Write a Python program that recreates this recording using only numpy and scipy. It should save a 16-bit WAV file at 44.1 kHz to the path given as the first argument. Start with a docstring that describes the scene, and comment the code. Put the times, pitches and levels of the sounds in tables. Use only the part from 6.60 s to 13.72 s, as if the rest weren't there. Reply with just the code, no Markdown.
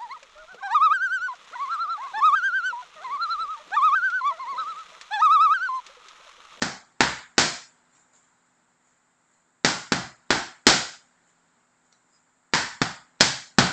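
"""A padded gym, one microphone a few metres from boxing gloves smacking focus mitts in three quick
combinations. Each punch thumps the foam, pops the trapped air and cracks the leather; floor, walls
and hall answer. Between sets, bare feet and gear shuffle over quiet ventilation, and a few faint,
thin whistles are heard. The recorder turns down quiet sound and clips peaks."""
import sys
import numpy as np
from scipy import signal
from scipy.fft import rfft, irfft, next_fast_len
from scipy.io import wavfile
from scipy.ndimage import uniform_filter1d

SR = 44100
rng = np.random.default_rng(int(sys.argv[2]) if len(sys.argv) > 2 else 0)


def generate_wav(signal):
    """Clip the signal to [-1, 1] and save it as 16-bit WAV at the path in sys.argv[1]."""
    frames = np.transpose(np.atleast_2d(signal))
    scaled = np.clip(frames, -1, 1) * 32767
    pcm = np.round(scaled).astype(np.int16)
    wavfile.write(sys.argv[1], SR, pcm)


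N = 313992
SIZE = 4096  # samples in one short sound
HZ, T = np.fft.rfftfreq(SIZE, 1 / SR), np.arange(SIZE) / SR

# The blows. Each row: start in seconds, force in dB, sink into the foam in dB, flat slap of leather
# in dB, thump pitch in Hz, share thrown into the hall in dB.
PUNCHES = [ (0.022, -25, .5, 1, 234, -2.3), (0.4059, -15.5, -5, -2, 265, -2.4),
           (0.7803, -21.5, -1.5, 6.5, 261, 1.5), (3.0471, -20.5, -2, 3.5, 242, -.5),
           (3.3207, -20.5, 0, -.5, 226, -3.5), (3.705, -18.4, -2, -1.2, 304, -1.3),
           (4.0677, -16.5, 0.9, 6.5, 290, 0), (5.9357, -21.5, -7.5, 0, 240, 3),
           (6.2164, -21.5, 0.5, -1.4, 197.4, -3.5), (6.6076, -17.5, -3.5, 7, 216, -3.5),
           (6.985, -15.3, 1.2, .8, 203, -2)]


def amp(db):
    """Decibels to gain."""
    return 10 ** (np.asarray(db) / 20)


def unit(x):
    """Scale to rms 1."""
    return x / np.sqrt(np.mean(x ** 2) + 1e-20)


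def burst(spectrum, db):
    """Give a short sound's spectrum the energy of 10 ms at this level."""
    return spectrum * amp(db) * np.sqrt(.01 * SR / np.mean(abs(spectrum) ** 2))


def along(points, hz):
    """Read a curve of (Hz, value) points on a log frequency axis."""
    f, values = np.transpose(points)
    return np.interp(np.log(hz + 1), np.log(f + 1), values)


def filtered(x, response):
    """Filter x by a gain that is a function of frequency."""
    size = next_fast_len(len(x) + 2 * SIZE)
    return irfft(rfft(x, size) * response(np.fft.rfftfreq(size, 1 / SR)), size)[:len(x)]


def noise(spectrum):
    """Steady coloured noise of rms 1."""
    return unit(filtered(rng.standard_normal(N), lambda f: amp(along(spectrum, f))))


def wander(samples):
    """Random drift of rms 1, smoothed over this many samples."""
    return unit(uniform_filter1d(rng.standard_normal(N), size=samples))


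def causal(db):
    """Minimum-phase response with these gains."""
    cepstrum = irfft(db * np.log(10) / 20)
    half = len(cepstrum) // 2
    cepstrum[1:half] *= 2
    cepstrum[half + 1:] = 0
    return np.exp(rfft(cepstrum))


def even(spectrum):
    """Flatten a spectrum's broad shape: only the fine ripple stays."""
    power = abs(uniform_filter1d(abs(spectrum) ** 2, size=70))
    return spectrum * causal(-10 * np.log10(power + 1e-12))


def resonance(hz, width_hz):
    """Response of one damped mode."""
    return 1j * HZ * width_hz / (hz ** 2 - HZ ** 2 + 1j * HZ * width_hz)


def delay(seconds):
    """Response of a late arrival."""
    return np.exp(-2j * np.pi * HZ * seconds)


def swell(peak_s, width_s):
    """Bell-shaped rise and fall in level."""
    return np.exp(-.5 * ((np.arange(N) / SR - peak_s) / width_s) ** 2)


def add(track, start_s, x):
    """Mix x into the track."""
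    part = track[max(round(start_s * SR), 0):][:len(x)]
    part += x[:len(part)]


def ventilation(rest_db=-62, lift_db=6.5, settle_s=1.5, hum_db=-12, waver=.016):
    """Air rushes and fans drone unsteadily; the level steps up at each punch, then settles."""
    # Rushing air. Each row: frequency in Hz, relative level in dB.
    air = [(25, -14), (45, -19.5), (90, -11), (200, -5), (330, -6), (480, -8.5), (900, -2), (1150, -4),
           (1400, -1.5), (1900, -6.5), (2700, -9.5), (4200, -9), (6000, -11.5), (7800, -41.5)]
    # Fan tones. Each row: pitch in Hz, relative level in dB.
    hum = [(126, -10.5), (170, -2.5), (248, 0.5)]
    t = np.arange(N) / SR
    lift = np.max([(t > start) * np.exp(-abs(t - start) / settle_s) for start, *_ in PUNCHES], axis=0)
    drone = sum(amp(db) * np.sin(2 * np.pi * hz * np.cumsum(1 + waver * wander(3000)) / SR)
                for hz, db in hum)
    return amp(rest_db + lift_db * lift) * (noise(air) + amp(hum_db) * unit(drone))


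def hiss(level_db=-70):
    """A thin, steady hiss near 7 kHz."""
    # The hiss band. Each row: frequency in Hz, relative level in dB.
    band = [(5800, -36), (6400, -10.5), (6800, -4.5), (7300, -1), (7900, -6), (8400, -10), (8900, -36.5)]
    return amp(level_db) * noise(band)


def crack(hz, t60, focus_db=4, octaves=.4, rise_s=.00026):
    """Spectrum of leather meeting leather, lifted around hz: tiny slaps spread over the curved glove."""
    # Tone of struck leather. Each row: frequency in Hz, relative level in dB.
    leather = [(100, -19.5), (500, 1.5), (1200, -8.5), (2300, -1), (2900, -6), (4500, -2), (6300, -6.5),
               (7400, -5.5), (8000, -12.5), (8800, -27.5)]
    focus = focus_db * np.exp(-.5 * (np.log2((HZ + 1) / hz) / octaves) ** 2)
    slaps = rng.standard_normal(SIZE) * amp(-60 * T / t60) * (1 - np.exp(-T / rise_s))
    return causal(along(leather, HZ) + focus), even(rfft(slaps))  # smooth tone, fine ripple


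def touches():
    """Light contacts make the leather tick."""
    # Each row: start in seconds, level in dB.
    contacts = [(0.0179, -36.5), (5.326, -52.5), (6.6032, -30.5)]
    out = np.zeros(N)
    for start, db in contacts:
        tone, slaps = crack(5000, t60=.018)
        add(out, start, irfft(burst(tone * slaps, db)))
    return out


def thump(hz, width_hz=150, soft_hz=520):
    """The foam is squashed and rebounds within a cycle or two; its softness rounds the pulse."""
    return -resonance(hz, width_hz) * resonance(hz, soft_hz)


def pop(hz, width_hz):
    """A pocket of air between glove and mitt rings for a few cycles."""
    return -resonance(hz, width_hz) * resonance(hz, 2.1 * width_hz)


def nearby(floor_s=.0046, floor_gain=.29, scatter=.17, body_hz=700):
    """Paths to the microphone: direct, off the mat, and off bodies, which bass bends around."""
    bounce = floor_gain * delay(floor_s * rng.uniform(.9, 1.1))
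    bodies = sum(rng.choice([-1, 1]) * delay(s) for s in rng.uniform(.00086, .013, size=10))
    paths = irfft(1 + bounce + scatter * bodies * 1j * HZ / (body_hz + 1j * HZ))
    return paths / np.linalg.norm(paths)


def hall(onset_s=.0027, build_s=.003, sparse_s=.022, spiky=.89):
    """Separate wall echoes thicken into a tail; each frequency dies at its own speed."""
    # The gym's decay. Each row: frequency in Hz, seconds to fall 60 dB.
    decay = [(60, .4), (140, 0.37), (280, 0.31), (700, 0.43), (1150, .49), (1450, 0.47), (2400, 0.48),
             (5000, 0.46), (8000, 0.56)]
    # The gym's colour. Each row: frequency in Hz, gain in dB.
    colour = [(30, -8), (50, -2.5), (67, 3), (95, -4), (130, 5.5), (220, -3.5), (450, -5), (660, -1),
              (900, 0), (1130, 3), (1450, 0.5), (2900, 0), (5000, -0.5), (8000, 1.5)]
    t = np.arange(8 * SIZE) / SR
    spread = spiky * np.exp(-t / sparse_s)
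    sizes = np.repeat(rng.standard_normal(len(t)), 16)[:len(t)]
    echoes = rng.standard_normal(len(t)) * np.exp(spread * sizes - spread ** 2)
    hz, age, bands = signal.stft(echoes, SR, nperseg=512)
    tail = signal.istft(bands * amp(-60 * age / along(decay, hz)[:, None]), SR, nperseg=512)[1][:len(t)]
    build = 1 - np.exp(-np.maximum(t - onset_s, 0) / build_s)
    tail = irfft(even(rfft(tail * build)))
    return signal.fftconvolve(tail / np.linalg.norm(tail), irfft(causal(along(colour, HZ))))


def punches(thump_db=1, palm_db=-5, air_db=-1, push_db=-12.5, shell_db=-3, wet_db=1, usual_force_db=-19):
    """Foam, air pockets and leather sound together, and the gym answers each blow."""
    # Ring of the gloves and mitt shells. Each row: pitch in Hz, width in Hz, relative level in dB.
    modes = [(363, 20, -8.5), (695, 170, -9.5), (950, 90, -9), (1480, 130, -3.5), (1950, 250, -12),
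             (3170, 370, -4), (5150, 540, -10.5)]
    shell = 1 + amp(shell_db) * sum(amp(db) * resonance(hz, width) for hz, width, db in modes)
    out = np.zeros(N)
    for start, force_db, sink_db, slap_db, foam_hz, hall_db in PUNCHES:
        # the palm's hollow and the trapped air drop in pitch as the glove sinks in
        palm_hz = 790 * 2 ** (-.033 * sink_db)
        air_hz = 1510 * 2 ** (-.023 * sink_db)
        # a flatter slap raises the crack; more force spreads the contact and lowers it
        crack_hz = 4380 * 2 ** (.025 * slap_db - .04 * (force_db - usual_force_db))
        push = burst(-resonance(82, 120), force_db + push_db + .42 * sink_db)  # the mitt shoves the air
        foam = burst(thump(foam_hz), force_db + sink_db + thump_db)
        palm = burst(pop(palm_hz, width_hz=210), force_db + palm_db)
        air = burst(pop(air_hz, width_hz=620) * delay(.0012), force_db + air_db)
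        tone, slaps = crack(crack_hz, t60=.022)
        leather = burst(tone, force_db + slap_db)
        blow = irfft(shell * (push + foam + palm + air + leather * slaps))
        add(out, start, signal.fftconvolve(blow, nearby()))
        # the hall gathers sound thrown in all directions, so there the parts add as powers
        power = sum(abs(shell * part) ** 2 for part in (push, foam, palm, air, leather))
        thrown = irfft(causal(10 * np.log10(power + 1e-9)))
        add(out, start, amp(hall_db + wet_db) * signal.fftconvolve(thrown, hall()))
    return out


def shuffles(gain_db=5, rough_db=3):
    """Bare feet brush the mat and gear rubs in short, grainy strokes."""
    # Each row: peak time in seconds, width in seconds, relative level in dB.
    strokes = [(1.374, .034, -61), (1.547, 0.015, -62.5), (1.607, 0.047, -66), (2.286, .04, -67.5),
               (2.729, 0.032, -67), (4.691, 0.018, -66), (5.262, .01, -67), (5.544, .038, -67)]
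    # Tone of the brushing. Each row: frequency in Hz, relative level in dB.
    brush = [(60, -24), (250, -8), (700, 0.5), (1400, 0.5), (2600, -3), (4000, -2.5), (6000, -3), (7300, 4),
             (8200, -10), (8900, -25)]
    level = sum(amp(db + gain_db) * swell(peak, width) for peak, width, db in strokes)
    grain = amp(rough_db * wander(150))
    return level * unit(grain * noise(brush))


def whistles(gain_db=5, waver=.028):
    """Brief, faint, thin whistles with wavering pitch amid the shuffling."""
    # Each row: peak time in seconds, width in seconds, pitch in Hz, relative level in dB.
    tones = [(2.749, .02, 4250, -72.5), (5.336, .011, 5800, -67), (5.35, .015, 4025, -69),
             (5.546, .028, 4980, -66.5), (5.564, .012, 5750, -72)]
    uneven_time = np.cumsum(1 + waver * wander(90)) / SR
    return sum(amp(db + gain_db) * swell(peak, width) * np.sin(2 * np.pi * hz * uneven_time)
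               for peak, width, hz, db in tones)


def scene(wet_db=-2):
    """Pad work in the gym, heard in mono from a few metres away."""
    blows = punches()
    small_sounds = shuffles() + whistles() + touches()
    echo = amp(wet_db) * signal.fftconvolve(small_sounds, hall())[:N]
    return (blows + small_sounds + echo + ventilation() + hiss())[None]


def suppress(x):
    """Noise suppression: bands that fall under the knee are turned down, which cuts the tails short."""
    # The knee. Each row: frequency in Hz, band level in dB below which the cut sets in.
    knee = [(100, -68.5), (1500, -64), (3000, -73.5), (8000, -72.5)]
    # The deepest cut. Each row: frequency in Hz, gain in dB.
    deepest = [(100, -7), (2000, -8), (2800, -15.5), (6000, -17), (6900, -3.5), (9000, -4)]
    hz, _, bands = signal.stft(x, SR, nperseg=512)
    power = uniform_filter1d(abs(bands) ** 2, size=5, axis=0)  # smooth across pitch
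    power = uniform_filter1d(power, size=4, axis=1)  # and over time
    over_knee = power / amp(along(knee, hz)[:, None]) ** 2
    gain_db = along(deepest, hz)[:, None] / (1 + over_knee ** 2)
    return signal.istft(bands * amp(gain_db), nperseg=512)[1][:N]


def record(dry, top_hz=8750):
    """The recorder suppresses noise, overloads on the hardest blows and cuts the top treble steeply."""
    x = suppress(dry[0])
    x = x / (1 + x ** 8) ** (1 / 8)  # soft clip
    x = filtered(x, lambda f: 1 / np.sqrt(1 + (f / top_hz) ** 120))
    return np.clip(x, -1, 1)[None]


dry = scene()
out = record(dry)
generate_wav(out)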